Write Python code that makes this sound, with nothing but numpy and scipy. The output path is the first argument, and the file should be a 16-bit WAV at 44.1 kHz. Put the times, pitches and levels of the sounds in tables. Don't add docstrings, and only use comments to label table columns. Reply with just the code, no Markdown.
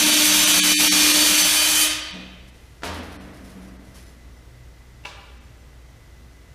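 import sys
import numpy as np
from scipy import signal
from scipy.fft import rfft, irfft
from scipy.io import wavfile
from scipy.ndimage import uniform_filter1d

SR = 44100
rng = np.random.default_rng(int(sys.argv[2]) if len(sys.argv) > 2 else 0)


def volts(x):
    e = np.asarray(x, float) / 20
    return 10 ** e


def materialize(psi):
    bounded = np.clip(np.atleast_2d(psi).T, -1, 1)
    quanta = np.round(bounded * 32767).astype(np.int16)
    wavfile.write(sys.argv[1], SR, quanta)


N = 288414
RUN_IN = SR
TIME = np.arange(-RUN_IN, N) / SR
HZ = np.maximum(np.fft.rfftfreq(len(TIME), 1 / SR), 1)
WALLS = rng.standard_normal((17, RUN_IN))


def rms_one(x):
    return x / np.sqrt(np.mean(x ** 2) + 1e-20)


def in_time(rows):
    s, *columns = np.transpose(rows)
    return [np.interp(TIME, s, column) for column in columns]


def at_hz(points, hz):
    points_hz, values = np.transpose(points)
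    return np.interp(np.log(hz), np.log(points_hz), values)


def coloured(x, spectrum):
    inside = (HZ > spectrum[0][0]) & (HZ < spectrum[-1][0])
    gain = volts(at_hz(spectrum, HZ)) * inside
    return rms_one(irfft(rfft(x) * gain, len(x)))


def drift(rate_hz):
    r = np.exp(-2 * np.pi * rate_hz / SR)
    return rms_one(signal.lfilter([1], [1, -2 * r, r * r], rng.standard_normal(len(TIME))))


def sine(turn):
    return np.sqrt(2) * np.sin(turn)


def narrow_noise(hz, width_hz):
    r = np.exp(-np.pi * width_hz / SR)
    poles = [1, -2 * r * np.cos(2 * np.pi * hz / SR), r * r]
    once = signal.lfilter([1e-3], poles, rng.standard_normal(len(TIME)))
    return rms_one(signal.lfilter([1, 0, -1], poles, once))


def grains(per_s, spread_db):
    sizes = volts(spread_db * np.minimum(rng.exponential(1, len(TIME)), 4))
    happens = rng.random(len(TIME)) < per_s / SR
    return rng.standard_normal(len(TIME)) * (.3 + sizes * happens)


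def swells(rows, rise_s):
    power = np.zeros(len(TIME))
    for start_s, level_db, t60_s in rows:
        age = np.maximum(TIME - start_s, 0)
        power += (volts(level_db - 60 * age / t60_s) * np.minimum(age / rise_s, 1)) ** 2
    return np.sqrt(power)


def shortest_pulse(colour):
    cepstrum = irfft(np.log(volts(at_hz(colour, np.fft.rfftfreq(2048, 1 / SR) + 1))))
    folded = np.r_[cepstrum[0], 2 * cepstrum[1:1024], np.zeros(1024)]
    pulse = irfft(np.exp(rfft(folded)))
    return pulse / np.abs(pulse).max()


def struck(events, modes, colour, ring_db):
    clicks = np.zeros(len(TIME)) + 1e-18
    clicks[[RUN_IN + round(s * SR) for s, db in events]] = volts(np.array(events)[:, 1])
    blow = shortest_pulse(colour)
    for gap_s in (.0003, .0007, .0013):
        silence = np.zeros(round(gap_s * SR))
        blow = signal.lfilter(np.r_[-.55, silence, 1], np.r_[1, silence, -.55], blow)
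    crack = signal.fftconvolve(clicks, blow)[:len(TIME)]
    contact_hz = 3500
    push = signal.sosfilt(signal.butter(2, contact_hz, fs=SR, output="sos"), clicks)
    ring = np.zeros(len(TIME))
    for hz, level_db, t60_s in modes:
        r, w = volts(-60 / (t60_s * SR)), 2 * np.pi * hz / SR
        strength = volts(level_db + ring_db) * np.sin(w)
        ring += signal.lfilter([0, strength], [1, -2 * r * np.cos(w), r * r], push)
    return crack, ring


def workshop(x, wet_db, spot=0):
    # pitch_hz, t60_s
    room = [(125, 1.1), (200, 0.88), (300, 1.2), (1000, 1.12), (2800, 1.24), (7000, 0.47), (10000, 0.43),
            (14000, 0.25)]
    age, tail = np.arange(RUN_IN) / SR, np.zeros(RUN_IN)
    edges = 45 * 2 ** np.arange(0, 8.6, .5)
    for low, high, white in zip(edges, edges[1:], np.roll(WALLS, spot, axis=0)):
        t60_s = at_hz(room, np.sqrt(low * high))
        band = signal.sosfilt(signal.butter(2, [low, high], "band", fs=SR, output="sos"), white)
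        tail += band * volts(-60 * age / t60_s) / np.sqrt(t60_s * SR / 13.8)
    tail *= np.clip(age / 0.0044 - .3, 0, 1)
    wet = signal.fftconvolve(x, tail)[:len(x)]
    return (x + volts(wet_db) * wet) / np.sqrt(1 + volts(2 * wet_db))


def moving(x, wet_db):
    spots = [-.2, .45, 1.0, 1.5, 1.72]
    nearness = [np.interp(TIME, spots, row) for row in np.eye(len(spots))]
    return sum(workshop(x * np.sqrt(near), wet_db, spot) for spot, near in enumerate(nearness))


def drill():
    # time_s, speed_hz
    rotor = [
        (0, 303.5),
        (.3, 303.7),
        (.5, 302.5),
        (.7, 302.0),
        (1.28, 302.5),
        (1.48, 305.6),
        (1.6, 305.8),
        (1.75, 308.5),
        (1.9, 308.0),
    ]
    # time_s, level_db
    unbalance = [
        (0, -37),
        (.04, -22.5),
        (.12, -32),
        (.21, -27.5),
        (.54, -33),
        (.76, -28),
        (1.19, -28),
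        (1.63, -39.5),
        (1.8, -34),
    ]
    orders = [2, 3, 4, 8, 10, 13, 15, 20, 25, 29, 30, 31, 40, 41]
    # loaded_db, free_db
    order_db = [(-44, -40), (-43, -52), (-52, -40), (-34, -30), (-32.5, -30), (-42, -42), (-31, -31),
                (-32, -34), (-40, -46), (-43, -34), (-35, -33), (-54, -37), (-44, -43), (-54, -44)]
    # pitch_hz, level_db (per Hz)
    gear_colour = [(880, -10.5), (1500, -7), (2240, -3.5), (2500, -2.5), (2880, -1.5), (3130, -2),
                   (3220, 0), (4700, -3.5), (4830, -5), (6170, -1), (8000, -14.5), (10400, -47),
                   (17600, -120)]
    # pitch_hz, level_db (per Hz)
    bit_colour = [(210, 4.5), (350, -3), (424, -7), (547, -3.5), (599, -1), (836, -3.5), (916, -10.5),
                  (1900, -12.5), (2470, -59), (4180, -120)]
    # pitch_hz, level_db (per Hz)
    air_colour = [(4120, -17), (7000, -5.5), (7580, -3), (8410, -3), (9080, -2), (9610, -3), (11700, -3.5),
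                  (14600, -10.5), (15500, -14.5)]

    speed, = in_time(rotor)
    free = np.clip((speed - 302.5) / (308.5 - 302.5), 0, 1)
    turn = 2 * np.pi * np.cumsum(speed * (1 + 0.001 * drift(25))) / SR
    sag_db = 1.0 * np.maximum(TIME, 0)

    def by_load(loaded_db, free_db):
        return loaded_db + free * (free_db - loaded_db)

    tones = np.zeros(len(TIME))
    for order, (loaded_db, free_db) in zip(orders, order_db):
        level_db = by_load(loaded_db, free_db) + 2.65 * drift(12)
        tones += volts(level_db) * sine(order * turn + order ** 2)

    once_a_turn = 1 + 0.2 * np.cos(turn) + 0.45 * np.cos(turn / 3.5)
    gears = coloured(grains(6000, 2.5) * once_a_turn, gear_colour)
    gears *= volts(by_load(-16.5, -18.5) - sag_db + 0.89 * drift(39.6))
    bit = coloured(grains(1500, 2.5), bit_colour)
    bit *= volts(by_load(-31.5, -34.5) - sag_db + 1.8 * drift(7.0))
    rumble = signal.sosfiltfilt(signal.butter(2, 330, fs=SR, output="sos"), bit)
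    bit = bit - np.sqrt(free) * rumble
    air = coloured(grains(9000, 3.5) * once_a_turn, air_colour)
    air *= volts(by_load(-19.5, -20) - sag_db + 1.8 * drift(30))

    brake_s, brake_fade_s, shake_t60_s = 1.84, 0.0028, 0.83
    running = np.clip((brake_s - TIME) / brake_fade_s, 0, 1)
    ring_out_db = 60 * np.maximum(TIME - brake_s, 0) / shake_t60_s
    shake = volts(in_time(unbalance)[0] - ring_out_db + 1.7 * drift(36)) * sine(turn)
    return running * tones, running * (gears + bit + air), shake


def set_down():
    # start_s, level_db (peak)
    landings = [
        (2.821, -18),
        (2.8335, -2),
        (2.845, -14),
        (2.855, -12),
        (2.871, -10),
        (3.314, -48),
    ]
    # pitch_hz, level_db, t60_s
    bench = [(252, -26, 0.11), (684, -6, 0.064), (975, -17, 0.013), (1460, -1, 0.013)]
    # pitch_hz, level_db (per Hz)
    thud_colour = [(150, -8), (300, -3), (700, 0), (1200, -2), (2500, -7), (4500, -11), (8000, -22),
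                   (15500, -46)]
    thud, ring = struck(landings, bench, thud_colour, ring_db=-18.5)
    return workshop(thud, wet_db=8, spot=1) + ring


def bench_boom():
    # start_s, pitch_hz, level_db, rise_s, t60_s
    swing = (2.855, 82, -29, .025, 1.2)
    start_s, hz, level_db, rise_s, t60_s = swing
    age = np.maximum(TIME - start_s, 0)
    return volts(level_db - 60 * age / t60_s) * (1 - np.exp(-age / rise_s)) * np.sin(2 * np.pi * hz * age)


def pick_up():
    # start_s, level_db (peak)
    contacts = [
        (5.039, -40),
        (5.0505, -24),
        (5.054, -18),
        (5.059, -28),
        (5.068, -30),
    ]
    # pitch_hz, level_db, t60_s
    part = [(988, -5, 0.22), (2250, 9.5, 0.013), (2685, 11.5, 0.045)]
    # pitch_hz, level_db (per Hz)
    clack_colour = [(250, -8), (450, 10.5), (700, 7), (1150, 11.5), (1800, 6.5), (2600, 9), (4000, 4),
                    (6500, -4), (14000, -22.5)]
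    clack, ring = struck(contacts, part, clack_colour, ring_db=-16)
    return volts(7.0) * workshop(clack, wet_db=5.5, spot=3) + workshop(ring, wet_db=-9, spot=3)


def stand():
    # start_s, level_db, t60_s
    nudges = [(.03, -25, 0.17), (.13, -39, 1.0), (.26, -35.5, 3.3), (.55, -33, 1.7), (.79, -29, 0.13),
              (.89, -31, 0.76), (1.14, -31.5, 0.24), (1.3, -24.5, 0.14), (1.41, -32.5, 0.39),
              (1.68, -42, 0.41), (2.12, -37, 1.07), (2.85, -42, 1.42), (3.17, -42.5, 0.98),
              (3.4, -46.5, 2.7), (3.54, -40, 1.23), (3.7, -52, 0.43)]
    # start_s, level_db, t60_s
    shuffles = [
        (2.13, -39.5, 1.05),
        (2.825, -38.5, 3.6),
        (2.98, -40, 0.93),
        (3.25, -48, 4),
        (3.55, -47, 1.6),
        (3.95, -54, .8),
        (4.03, -59, 0.46),
        (4.465, -56, .25),
    ]
    # pitch_hz, width_hz, level_db
    modes = [(255, 70, 3), (294, 49, 2), (427, 300, 0), (527, 240, -3.5), (663, 150, -3.5), (1120, 2600, 0)]
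    lowest_hz = 187 + 5 * drift(30)
    hum = swells(nudges, rise_s=0.024) * sine(2 * np.pi * np.cumsum(lowest_hz) / SR)
    body = rms_one(sum(volts(db) * narrow_noise(hz, width_hz) for hz, width_hz, db in modes))
    return hum + swells(shuffles, rise_s=0.017) * body


def rustle():
    # start_s, level_db, t60_s
    stirs = [(2.475, -47, .1), (2.54, -61, 2.5), (2.835, -34, 0.27), (2.93, -43.5, 0.59), (3.02, -54, 1.0),
             (3.11, -50.5, 0.82), (3.33, -52.5, 0.54), (3.43, -54, 1.1), (3.48, -55, .5), (3.61, -55.5, .6),
             (3.66, -61, 0.35), (3.84, -60, 1.5), (3.94, -47.5, 0.73), (4.02, -60, 0.56)]
    # pitch_hz, level_db (per Hz)
    paper = [(900, -2), (2000, 0), (3500, -3), (5500, -1), (7500, -7), (10500, -3), (12500, -9),
             (15300, -18)]
    return swells(stirs, rise_s=0.015) * coloured(grains(2500, 1.8), paper)


def background():
    # pitch_hz, level_db (per Hz)
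    fan_colour = [(53, -52), (90, -11), (124, -2.5), (208, -13.5), (236, -12), (347, -11.5), (403, -15),
                  (440, -13.5), (1010, -20.5), (2010, -21), (2340, -24), (5880, -28.5), (15100, -38)]
    # pitch_hz, width_hz, level_db (rms)
    bands = [(32.2, 5.92, -70), (63.4, 92, -51.5), (120.1, 4.1, -57.5), (238.2, 4.7, -68), (2010, 110, -66),
             (5800, 600, -78)]
    # pitch_hz, level_db (rms), waver_db
    mains_tone = (59.6, -48.5, 1.4)
    fan = coloured(rng.standard_normal(len(TIME)), fan_colour)
    above = signal.sosfilt(signal.butter(4, 100, "high", fs=SR, output="sos"), fan)
    fan = volts(-53.5) * fan / np.std(above)
    mains_hz, level_db, waver_db = mains_tone
    mains = volts(level_db + waver_db * drift(8.2)) * sine(2 * np.pi * mains_hz * TIME)
    return fan + mains + sum(volts(db) * narrow_noise(hz, width_hz) for hz, width_hz, db in bands)


def scene():
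    tones, noise, shake = drill()
    tool = moving(tones, wet_db=0.5) + moving(noise, wet_db=11) + shake
    handling = set_down() + bench_boom() + pick_up()
    mono = tool + handling + stand() + rustle() + background()
    return np.tile(mono[RUN_IN:], (2, 1))


def thin_out(x):
    # middle_s, length_s, share of lines dropped (0-1), evenness over pitch (0-1)
    thinned = [(.052, .022, .65, .4), (.113, .022, .6, .4), (.157, .022, .6, .4), (.458, .028, .7, .5),
               (.528, .022, .65, .5), (.617, .038, .86, .3), (.764, .062, .9, .15), (.9, .037, .86, .35),
               (1.132, .022, .7, .6), (1.368, .022, .65, .5), (1.437, .024, .65, .5),
               (1.895, .022, .65, .6), (2.015, .022, .6, .5), (2.128, .02, .65, .5), (2.515, .028, .65, .6),
               (3.013, .026, .6, .5), (3.187, .036, .86, .6), (3.782, .024, .75, .7), (4.05, .022, .62, .5),
               (5.395, .026, .7, .6)]
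    out = x.copy()
    for s, length_s, share, even in thinned:
        size = round(1.5 * length_s * SR)
        start = round(s * SR) - size // 2
        frame = slice(start, start + size)
        lines = rfft(out[0, frame] * signal.windows.tukey(size, .7))
        nearby = uniform_filter1d(np.abs(lines), size=30)
        weight = np.abs(lines) / (nearby + 1e-9) ** even
        weak = weight < np.quantile(weight[:size // 3], np.clip(share, 0, 1))
        out[:, frame] -= irfft(lines * weak, size)
    return out


def spread_bands(x):
    # time_s, low_hz, high_hz
    spread = [(.08, 8200, 9800), (.22, 6900, 8400), (.22, 12400, 13900), (.41, 5100, 7000),
              (.94, 4200, 5300), (.94, 6200, 7700), (.99, 12400, 14600), (1.055, 7500, 9100),
              (1.055, 13000, 14600), (3.24, 4200, 9700), (4.09, 4700, 7600), (4.38, 4300, 10300),
              (5.45, 4600, 9700), (5.61, 5700, 9000)]
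    size, side_db = 2048, -4
    out, hz = x.copy(), np.fft.rfftfreq(size, 1 / SR)
    for s, low_hz, high_hz in spread:
        frame = slice(round(s * SR) - size // 2, round(s * SR) + size // 2)
        band = (hz > low_hz) & (hz < high_hz)
        level = np.std(irfft(rfft(x[0, frame]) * band))
        side = rms_one(irfft(rfft(rng.standard_normal(size)) * band)) * np.hanning(size) ** .5
        out[:, frame] += volts(side_db) * level * side * [[1], [-1]]
    return out


def low_pass(x):
    return signal.sosfilt(signal.butter(12, 15680, fs=SR, output="sos"), x)


def record(dry):
    rounded = 0.95 * np.tanh(dry / 0.95)
    mix = spread_bands(thin_out(rounded))
    return low_pass(mix)


dry = scene()
out = record(dry)
materialize(out)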